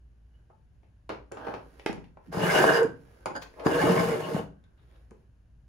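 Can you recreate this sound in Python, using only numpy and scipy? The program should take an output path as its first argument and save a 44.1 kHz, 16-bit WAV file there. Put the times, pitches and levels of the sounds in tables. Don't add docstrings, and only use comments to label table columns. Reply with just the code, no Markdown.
import sys
import numpy as np
from scipy import signal
from scipy.fft import rfft, irfft, next_fast_len
from scipy.io import wavfile
from scipy.ndimage import uniform_filter1d, map_coordinates

SR = 44100
rng = np.random.default_rng(int(sys.argv[2]) if len(sys.argv) > 2 else 0)


def pcm_store(signal):
    levels = np.round(np.clip(np.atleast_2d(signal), -1, 1) * 32767)
    wavfile.write(sys.argv[1], SR, levels.astype(np.int16).T)


N = 250488


def amp(db):
    return 10 ** (np.asarray(db) / 20)

def unit(x):
    return x / np.sqrt(np.mean(x ** 2) + 1e-20)

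def along(points, hz):
    f, v = np.transpose(points)
    return np.interp(np.log(hz + 1), np.log(f + 1), v)

def level(rows):
    s, db = np.transpose(rows)
    return np.interp(np.arange(N) / SR, s, db, left=-160, right=-160)

def swell(middle, length, db):
    return amp(db) * np.exp(-(2 * (np.arange(N) / SR - middle) / length) ** 2)

def wobble(rate):
    return map_coordinates(rng.standard_normal(int(N * rate / SR) + 4), [np.arange(N) * rate / SR])

def add(track, s, sound):
    part = track[:, round(s * SR):][:, :sound.shape[-1]]
    part += sound[..., :part.shape[1]]

def filtered(x, response):
    size = next_fast_len(N + SR // 2)
    return irfft(rfft(x, size) * response(np.fft.rfftfreq(size, 1 / SR)), size)[..., :N]

def coloured(x, points):
    size = 8192
    gains = unit(amp(along(points, np.fft.rfftfreq(size, 1 / SR))))
    cepstrum = irfft(np.log(gains))
    cepstrum[1:size // 2] *= 2
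    cepstrum[size // 2 + 1:] = 0
    impulse = irfft(np.exp(rfft(cepstrum)))
    return signal.fftconvolve(x, impulse[None], axes=1)[:, :N]

def resonant(x, modes):
    def response(f):
        total = sum((-1) ** k * amp(db) * 1j * f * width / (hz * hz - f * f + 1j * f * width)
                    * hz / (hz + 1j * f) for k, (hz, width, db) in enumerate(modes))
        return total / np.sqrt(np.mean(np.abs(total) ** 2))
    return filtered(x, response)

def rung(force, hz, t60):
    t = np.arange(SR // 8) / SR
    ring = np.sin(2 * np.pi * hz * t) * amp(-60 * t / t60)
    return signal.fftconvolve(force, ring[None] / np.linalg.norm(ring), axes=1)

def struck(modes, force):
    t = np.arange(SR // 4) / SR
    ring = sum(amp(db + rng.normal(0, 0.85) - 60 * t / t60) * np.sin(2 * np.pi * hz * t)
               for hz, db, t60 in modes)
    return signal.fftconvolve(ring[None], force, axes=1)

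def wandering(x, drift, rate):
    n = np.arange(N)
    bend = drift * wobble(rate)
    position = n + np.cumsum(bend - uniform_filter1d(bend, size=SR // 4))
    return np.array([np.interp(position, n, side) for side in x])

def bass_cut(x, low_hz=82):
    return signal.sosfilt(signal.butter(4, low_hz, "highpass", fs=SR, output="sos"), x)

# f/Hz, level/dB
STEREO_WIDTH = [(60, -17), (150, -17), (300, -7.5), (470, -4.5), (700, -2), (1200, -1.5), (1550, 1),
                (2000, -2.5), (5000, -2)]
def diffuse(pair):
    size = pair.shape[1]
    side = irfft(rfft(pair[1]) * amp(along(STEREO_WIDTH, np.fft.rfftfreq(size, 1 / SR))), size)
    return np.array([pair[0] + side, pair[0] - side])

def slips(rate, spread_db, smooth, scatter_t60=0.018, apart=0.65):
    slipping = rng.random((2, N)) < rate / SR
    size, rub = rng.standard_normal((2, 2, N))
    grains = slipping * amp(spread_db * np.clip(size, -2, 2)) * np.sign(rub)
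    near, far = unit(unit(grains) + smooth * rub)
    t = np.arange(SR // 40) / SR
    paths = rng.standard_normal(len(t)) * amp(-60 * t / scatter_t60)
    scattered = unit(signal.fftconvolve(near, paths)[:N])
    return diffuse(np.array([near, unit(scattered + apart * far)]))

def contact(t60, chatter):
    t = np.arange(SR // 4) / SR
    rattle = diffuse(rng.standard_normal((2, len(t)))) * amp(-60 * t / t60)
    force = chatter * rattle / np.linalg.norm(rattle[0])
    force[:, 0] += 1
    return force / np.linalg.norm(force[0])

def catches(rows):
    out, t = np.zeros((2, N)), np.arange(SR // 3) / SR
    centre = t.mean()
    for s, length, db, hz, width in rows:
        noise = diffuse(rng.standard_normal((2, len(t))))
        rasp = rung(noise, hz, t60=np.log(1000) / (np.pi * width))[:, :len(t)]
        shape = np.exp(-(2 * (t - centre) / length) ** 2)
        add(out, s - centre, amp(db) * unit(rasp * shape) * np.sqrt(np.mean(shape ** 2)))
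    return out


# f/Hz, level/dB
ROOM_COLOUR = [(22, -18.5), (40, -17.5), (56, 3.5), (80, -14.5), (110, -10), (170, -22), (250, -27.5),
               (400, -35.5), (950, -44), (1300, -48), (1600, -43), (2100, -52.5), (2900, -50.5),
               (3400, -57), (10000, -60), (15000, -74)]
def room_rumble(level_db=-56.5):
    noise = diffuse(rng.standard_normal((2, N)))
    return amp(level_db) * unit(filtered(noise, lambda hz: amp(along(ROOM_COLOUR, hz))))

# f/Hz, t60/s
ECHO_FADE = [(100, 0.7), (260, 0.38), (700, 0.33), (2000, 0.3), (6000, 0.29), (14000, 0.21)]
def room_echo(x):
    hz, t, spectrum = signal.stft(rng.standard_normal((2, SR * 2 // 3)), SR, nperseg=256)
    fade = amp(-60 * t / along(ECHO_FADE, hz)[:, None])
    tail = signal.istft(spectrum * fade, SR, nperseg=256)[1]
    tail = diffuse(tail / np.linalg.norm(tail[0]))
    delayed = np.pad(tail, ((0, 0), (200, 0)))
    return signal.fftconvolve(x, delayed, axes=1)[:, :N]

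# middle t/s, length/s, level/dB
RUSTLES = [(0.368, 0.18, -77), (1.78, 0.42, -59.5), (2.268, 0.072, -61.5), (3.134, 0.55, -61),
           (3.566, 0.15, -58), (4.936, 0.32, -67.5), (5.204, 0.13, -74.5)]
# f/Hz, level/dB
CLOTH = [(120, -20.5), (280, 4.5), (480, 4.5), (900, -6.5), (1700, -8.5), (2300, -12.5), (3500, -18.5),
         (6000, -22.5), (11000, -22), (16000, -30)]
def sleeves():
    rustle = sum(swell(*row) for row in RUSTLES)
    return amp(-1) * coloured(rustle * slips(rate=370, spread_db=2, smooth=0.73), CLOTH)

# t/s, level/dB
FINGER_RUB = [(4.768, -98), (4.778, -72), (4.85, -81), (4.925, -74), (4.944, -68.5), (4.965, -71),
              (4.985, -84.5), (5.05, -94)]
# f/Hz, level/dB
SKIN = [(300, 3), (900, 7), (1600, 4), (2300, 0), (3500, 1), (5000, -11), (6000, -25), (14000, -33)]
def fingers():
    return coloured(amp(level(FINGER_RUB)) * slips(rate=370, spread_db=2.5, smooth=0.39), SKIN)

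# middle t/s, length/s, level/dB, f/Hz, width/Hz
SQUEAKS_AND_TAP = [(.352, 0.041, -75.5, 2946, 13), (.4, 0.044, -77, 1560, 65), (.512, 0.019, -67, 1240, 30),
                   (.53, 0.022, -62.5, 872, 25)]
def squeaks_and_tap():
    return catches(SQUEAKS_AND_TAP)

# t/s, level/dB
FILE_RUB = [(1.315, -40), (1.321, -52), (1.359, -48), (1.45, -40.5), (1.485, -37.5), (1.525, -41.5),
            (1.6, -52), (1.68, -94)]
# f/Hz, level/dB
TOOL_RUB = [(100, -27), (220, -5), (280, 9.5), (370, -13.5), (470, 1), (850, -0.5), (1200, -11),
            (1600, -4.5), (2000, -25), (3000, -20.5), (9000, -75)]
SCRAPE = [(1200, -22), (2400, -5.5), (3500, -7.5), (5000, -7), (7000, -14), (11000, -16.5), (16000, -21)]
def file_slide():
    force = amp(level(FILE_RUB)) * slips(rate=2100, spread_db=4.5, smooth=0.25)
    return coloured(force, TOOL_RUB) + amp(-25) * coloured(force, SCRAPE)

# t/s, level/dB
DROP = (1.862, -36)
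# f/Hz, level/dB, t60/s
LANDING_NOTES = [(320, 9.5, .14), (398, 19, .06), (885, 6.5, .065), (1190, -2.5, 0.17), (1570, 8.5, .04),
                 (1987, 0, 0.17), (2550, -1, .07)]
def file_drop():
    out, (s, db) = np.zeros((2, N)), DROP
    add(out, s, amp(db) * struck(LANDING_NOTES, contact(t60=0.004, chatter=0.4)))
    return out

# t/s, level/dB, crack/dB, tick/dB, chatter t60/s, ring f/Hz, ring/dB, thud/dB
KNOCKS = [(.5, -52, -35, -35, .07, 754, 4.5, -2), (0.832, -52, -24, -30, 0.15, 2120, -4.5, -5),
          (1.093, -22, -7, -11, 0.15, 1000, -4.5, -1), (1.102, -27, -20, -35, .04, 450, 5, -8),
          (1.32, -31, -11, 4.5, .03, 504, 6.5, -4), (1.371, -36.5, -5, -20, 0.076, 980, 5, 4.5),
          (1.469, -24, -14, -25, 0.056, 840, -3, -6), (1.483, -25.5, -19, -28, 0.03, 605, -2, -1),
          (1.540, -25, -9, -14, 0.063, 1140, -6, -4.5), (1.796, -40, -1, -3, 0.029, 2250, -4.5, -12.5),
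          (1.862, -19, -0.5, -3, 0.016, 333, 0.5, -17), (1.894, -24.5, -25, -30, 0.016, 163, 7, 4),
          (1.929, -31, -7, 1, 0.032, 457, -5, -4.5), (1.978, -37, -32, -35, 0.028, 180, 7, 0.5),
          (2.041, -48.5, 0.5, -12, 0.036, 2490, -6.5, 0.5), (2.171, -40, -20, -35, .025, 563, 2.5, 0.5),
          (2.832, -33.5, -7, 11, 0.025, 1540, -4.5, -2), (3.258, -21, -9, 0, 0.07, 860, -1.5, -2),
          (3.307, -26, -30, -35, 0.055, 330, 3.5, 1), (3.421, -38.5, 3, -3, 0.057, 890, 0.5, 3),
          (3.539, -48, -10, -28, .04, 1880, -3, -9.5), (3.596, -34.5, -2, -16, 0.075, 520, 3.5, -11),
          (4.64, -60, -2, 6.5, .023, 3580, -1.5, -3), (5.109, -45, -11, 3, 0.019, 217.5, 7.5, -2),
          (5.116, -48, -29, -24, .02, 452, 6, 1.5)]
# f/Hz, width/Hz, level/dB
BENCH_TOP = [(302, 26, 4), (506, 60, 4), (794, 96, 0.5), (1080, 120, -18), (1465, 161.4, -27),
             (2160, 400, -10.5), (2600, 89, -5.5)]
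FRAME = [(104, 40, -13), (142, 20, 2.5), (182, 18, 4.5), (250, 50, -7), (293, 30, -5.5)]
# f/Hz, level/dB
THUD = [(35, -42), (90, -0.5), (170, 1), (280, -1), (420, -19.5), (1000, -67.5), (3000, -110)]
WOOD = [(130, -26.5), (300, 5.5), (500, 5.5), (900, -2), (1600, -11), (2400, -30), (5000, -54.5),
        (10000, -85.5)]
CRACK = [(1000, -20), (2000, -0.5), (2600, -2), (3400, -10.5), (5300, -14.5), (7000, -26.5), (9000, -31),
         (16000, -39)]
def knocks(ring_cycles=9):
    body, thud, crack, spot = np.zeros((4, 2, N))
    for s, db, crack_db, _, t60, hz, ring_db, thud_db in KNOCKS:
        force = contact(t60, chatter=2.9)
        add(body, s, amp(db) * force)
        add(thud, s, amp(db + thud_db) * force)
        add(crack, s, amp(db + crack_db) * contact(t60, chatter=3.7))
        add(spot, s, amp(db + ring_db) * rung(force, hz, ring_cycles / hz))
    wood = amp(18) * coloured(body, WOOD) + amp(5) * resonant(body, BENCH_TOP) + amp(16.5) * spot
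    low = amp(12.5) * coloured(thud, THUD) + resonant(thud, FRAME)
    return wood + low + amp(15.5) * coloured(crack, CRACK)

# f/Hz, level/dB
TICK = [(2500, -12), (5000, -6), (6700, 4), (9000, 2.5), (11500, -12.5), (16000, -36)]
def ticks():
    force = np.zeros((2, N))
    for s, db, _, tick_db, *_ in KNOCKS:
        add(force, s, amp(db + tick_db) * contact(t60=0.027, chatter=0.68))
    return coloured(force, TICK)

# t/s, level/dB
CLINKS = [(3.259, -37), (3.6653, -33)]
# f/Hz, level/dB, t60/s
HANDLE_NOTES = [(1504, 8, 0.035), (2896, -1, 0.025), (4850, 8, 0.03), (6700, 3, 0.016), (8800, 2, 0.014),
                (10820, -1, 0.016)]
# middle t/s, length/s, level/dB
DRAG = (3.364, 0.024, -32.5)
SCUFF = (3.428, .02, -44.5)
def brush():
    clinks = np.zeros((2, N))
    for s, db in CLINKS:
        add(clinks, s, amp(db - 4) * struck(HANDLE_NOTES, contact(t60=0.038, chatter=0.98)))
        add(clinks, s, amp(db - 9) * contact(t60=0.018, chatter=2.5))
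    force = slips(rate=1400, spread_db=-4, smooth=1)
    drag, scuff = swell(*DRAG) * force, swell(*SCUFF) * force
    modes = [(hz, np.log(1000) / (np.pi * t60), db + 20 * np.log10(t60)) for hz, db, t60 in HANDLE_NOTES]
    handle = amp(-11) * resonant(drag, modes)
    bottom = amp(-6.5) * resonant(drag, PANEL)
    scrape = amp(1) * coloured(drag, TOOL_RUB) + amp(-21) * coloured(drag, SCRAPE)
    edge = coloured(scuff, SCRAPE) + amp(-22) * coloured(scuff, TICK)
    return clinks + handle + bottom + scrape + edge

# t/s, level/dB, thud/dB, f/Hz, ring/dB
JOLTS = [(2.371, -18, 13.5, 172, 18), (2.436, -17, 7.5, 202, 19), (2.591, -22.5, 2.5, 1115, 10),
         (2.61, -18.5, 3.5, 540, 14.5), (2.641, -10, -2.5, 710, 20.5), (2.65, -13, 3, 330, 17),
         (2.707, -11.5, -1.5, 700, 12.5), (2.847, -22.5, -1.5, 265, 28.5), (3.662, -13, 3, 296, 22),
         (3.668, -11, 3, 840, 17), (3.675, -15, 8.5, 306, 13), (3.838, -14, 1, 333, 19.5),
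         (3.87, -8.5, 2, 720, 11), (3.897, -14, 10.5, 178, 22.5), (4.001, -19, 8, 180, 19),
         (4.054, -20.5, 5.5, 190, 14.5), (4.149, -22.5, 8, 247, 12), (4.287, -28.5, 19.5, 252, 13),
         (4.346, -22.5, 12.5, 180, 23), (4.365, -19.5, 3, 656, 11), (4.394, -21, 13, 850, 8)]
def drawer_jolts(ring_cycles=8):
    body, thud, corner = np.zeros((3, 2, N))
    for s, db, thud_db, hz, ring_db in JOLTS:
        force = contact(t60=0.016, chatter=2)
        add(body, s, amp(db) * force)
        add(thud, s, amp(db + thud_db) * force)
        ring = rung(contact(t60=0.017, chatter=0.99), hz, ring_cycles / hz)
        add(corner, s, amp(db + ring_db) * ring)
    wood = amp(10.5) * coloured(body, WOOD) + amp(3.5) * resonant(body, BOX)
    return wood + coloured(thud, THUD) + corner

# middle t/s, length/s, level/dB
GROANS = [(2.755, .05, -25), (2.827, 0.068, -15), (3.77, 0.076, -24.5), (3.913, 0.093, -21.5),
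          (4.095, 0.026, -26), (4.141, 0.049, -27.5), (4.207, 0.033, -30), (4.324, .035, -30.5),
          (4.394, 0.033, -32.5)]
def drawer_groan(pitch_hz=464, waver=0.022, rough_db=2):
    phase = 2 * np.pi * np.cumsum(pitch_hz * (1 + waver * wobble(70))) / SR
    wave = np.sin(phase) + amp(-26) * np.sin(2 * phase)
    roughness = unit(amp(rough_db * wobble(170)))
    return sum(swell(*row) for row in GROANS) * wave * roughness

# middle t/s, length/s, level/dB, f/Hz, width/Hz
RASP_NOTES = [(2.44, 0.066, -37, 2867, 110), (2.497, 0.031, -29, 1610, 130), (2.505, .05, -34, 2150, 107),
              (2.525, .035, -41.5, 5100, 200), (2.54, .05, -31, 720, 120), (2.595, 0.029, -38, 2910, 90),
              (2.597, 0.033, -32, 1600, 70), (2.69, 0.039, -22.5, 1620, 60.1),
              (2.745, 0.08, -34.5, 1720, 69.9), (2.768, 0.051, -37.5, 2892, 70),
              (2.795, 0.075, -30, 1552, 49.84), (3.8, 0.038, -33, 1700, 70),
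              (3.828, 0.032, -25.5, 845, 40.1), (3.88, 0.035, -31.5, 1144, 91), (3.99, .1, -33, 1059, 35),
              (4.12, 0.067, -42, 2120, 160), (4.245, 0.056, -46.5, 2860, 129),
              (4.375, 0.073, -52, 2900, 161)]
def drawer_catches():
    return catches(RASP_NOTES)

# f/Hz, width/Hz, pulled level/dB, pushed level/dB
RUNNERS = [(2230, 150, -14.5, -10.5), (2860, 90, -8, -8.5), (3390, 110, -20.5, -27),
           (4370, 100, -19.5, -16), (4760, 100, -20.5, -17.5), (5030, 300, -10, -16)]
def runners(pull, push, swing_db=5, rate=22):
    out = np.zeros((2, N))
    for hz, width, pull_db, push_db in RUNNERS:
        swing = unit(amp(swing_db * wobble(rate)))
        out += swing * resonant(amp(pull_db) * pull + amp(push_db) * push, [(hz, width, 0)])
    return out

# t/s, level/dB
PULL = [(2.303, -76.5), (2.328, -47.5), (2.423, -42.5), (2.429, -41), (2.571, -35.5), (2.579, -36),
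        (2.747, -40), (2.775, -40), (2.87, -61)]
PUSH = [(3.56, -74.5), (3.606, -58), (3.63, -63), (3.65, -51.5), (3.663, -45.5), (3.678, -45.5),
        (3.826, -42.5), (4.038, -43), (4.206, -50.5), (4.393, -49.5), (4.451, -65.5)]
def stroke_gains(response, steady_db=-40.5):
    pull_db, push_db, open_db, growth = response
    stroke_times = [PULL[0][0], PULL[-1][0], PUSH[0][0], PUSH[-1][0]]
    opening = np.interp(np.arange(N) / SR, stroke_times, [0, 1, 1, 0])
    strokes = [db + growth * (level(rows) - steady_db) + open_db * opening
               for db, rows in [(pull_db, PULL), (push_db, PUSH)]]
    return uniform_filter1d(amp(strokes), size=300)

# pull/dB, push/dB, change when open/dB, dB per friction dB
RUB_RESPONSE = (-28.5, -29, 6, 1)
JUDDER_RESPONSE = (-42, -43.5, 13, 1.7)
HISS_RESPONSE = (-40.5, -36.5, -2.5, 1.5252)
# t/s, level/dB
DRAWER_RUMBLE = [(2.27, -44.5), (2.36, -43.5), (2.385, -27.5), (2.45, -35.5), (2.51, -44.5), (2.6, -32),
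                 (2.67, -37.5), (2.75, -45), (2.87, -40.5), (2.95, -70.5), (3.63, -80), (3.66, -53),
                 (3.74, -42), (3.77, -51), (3.82, -36), (3.9, -30), (4.0, -33.5), (4.2, -43), (4.42, -43),
                 (4.5, -62)]
# f/Hz, width/Hz, level/dB
BOX = [(293.7, 32, -7), (373.6, 19, -2), (452, 26, 0), (562, 60, -9), (617.6, 22, -2.5), (885, 71, -13),
       (1071, 17, -8), (1182.5, 16, -16.5)]
PANEL = [(1411, 76, -18), (1557, 94, 6.5), (1792, 62, 3.5), (2160, 260, -15)]
# f/Hz, level/dB
RUB = [(120, -40.5), (280, -9.5), (450, 1), (750, 1), (1100, -3.5), (1400, -8.5), (2200, -20.5),
       (5000, -65), (10000, -100)]
HISS = [(700, -39), (1300, 3), (2200, 2.5), (3000, -0.5), (3700, -4), (5500, -9), (7500, -4.5),
        (11000, -8.5), (14000, -9.5), (16000, -20)]
def drawer_slide(pull_boom_db=-5, push_boom_db=-1.5, lurch_db=3, shudder_db=2):
    pull_rub, push_rub = stroke_gains(RUB_RESPONSE)
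    pull_hiss, push_hiss = stroke_gains(HISS_RESPONSE)
    rub, hiss = pull_rub + push_rub, pull_hiss + push_hiss
    rumble = amp(level(DRAWER_RUMBLE)) * unit(amp(lurch_db * wobble(35)))
    judder = stroke_gains(JUDDER_RESPONSE).sum(axis=0) * unit(amp(shudder_db * wobble(40)))
    boom = amp(pull_boom_db) * pull_rub + amp(push_boom_db) * push_rub
    boom *= unit(amp(2.1 * wobble(28)))
    grip = unit(amp(0.82 * wobble(80)))
    coarse = grip * slips(rate=800, spread_db=3, smooth=0.39)
    fine = grip * slips(rate=1100, spread_db=2.5, smooth=1)
    frame = resonant(rumble * coarse, FRAME) + amp(-11) * coloured(rumble * fine, THUD)
    box = wandering(resonant(boom * coarse, BOX), drift=0.028, rate=14)
    panel = wandering(resonant(judder * coarse, PANEL), drift=0.018, rate=18)
    rasp = wandering(runners(pull_hiss * coarse, push_hiss * coarse), drift=0.016, rate=18)
    rubbing = amp(-7.5) * coloured(rub * fine, RUB) + amp(-1.04) * coloured(hiss * fine, HISS)
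    return frame + box + amp(-2) * panel + rasp + rubbing


def scene():
    drawer = bass_cut(drawer_slide() + drawer_jolts()) + drawer_catches()
    handling = bass_cut(knocks(), low_hz=62) + file_slide() + sleeves() + fingers() + squeaks_and_tap()
    # sound, direct level/dB, level sent to the echo/dB
    layers = [(drawer, -0.5, -8.5), (handling, -3, -7), (drawer_groan(), 0, -17.5),
              (brush() + file_drop(), -4.5, -13.5), (ticks(), 0, -7)]
    direct = sum(amp(db) * sound for sound, db, _ in layers)
    echo = room_echo(sum(amp(db) * sound for sound, _, db in layers))
    return direct + echo + room_rumble()

# f/Hz, level/dB
BALANCE = [(60, -0.5), (170, 2.5), (300, 1.5), (450, -3), (700, 3.5), (950, 1.5), (1250, 2.5), (1700, -1),
           (3800, 5.5), (5300, 3), (7000, 3.5)]
def record(dry, merge_hz=6200, lag_ms=0.1837, own_db=-19, top_hz=15850):
    sides = np.array([[1], [-1]]) / 2
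    apart = lambda hz: 1 / (1 + (hz / merge_hz) ** 24)
    lag = lambda hz: np.exp(2j * np.pi * hz * sides * lag_ms / 1000)
    own = filtered(dry, lambda hz: np.maximum(apart(hz), amp(own_db)) * amp(sides * along(BALANCE, hz)))
    shared = filtered(dry[0], lambda hz: (1 - apart(hz)) * lag(hz))
    return filtered(own - shared, lambda hz: 1 / (1 + (hz / top_hz) ** 160))


dry = scene()
out = record(dry)
pcm_store(out)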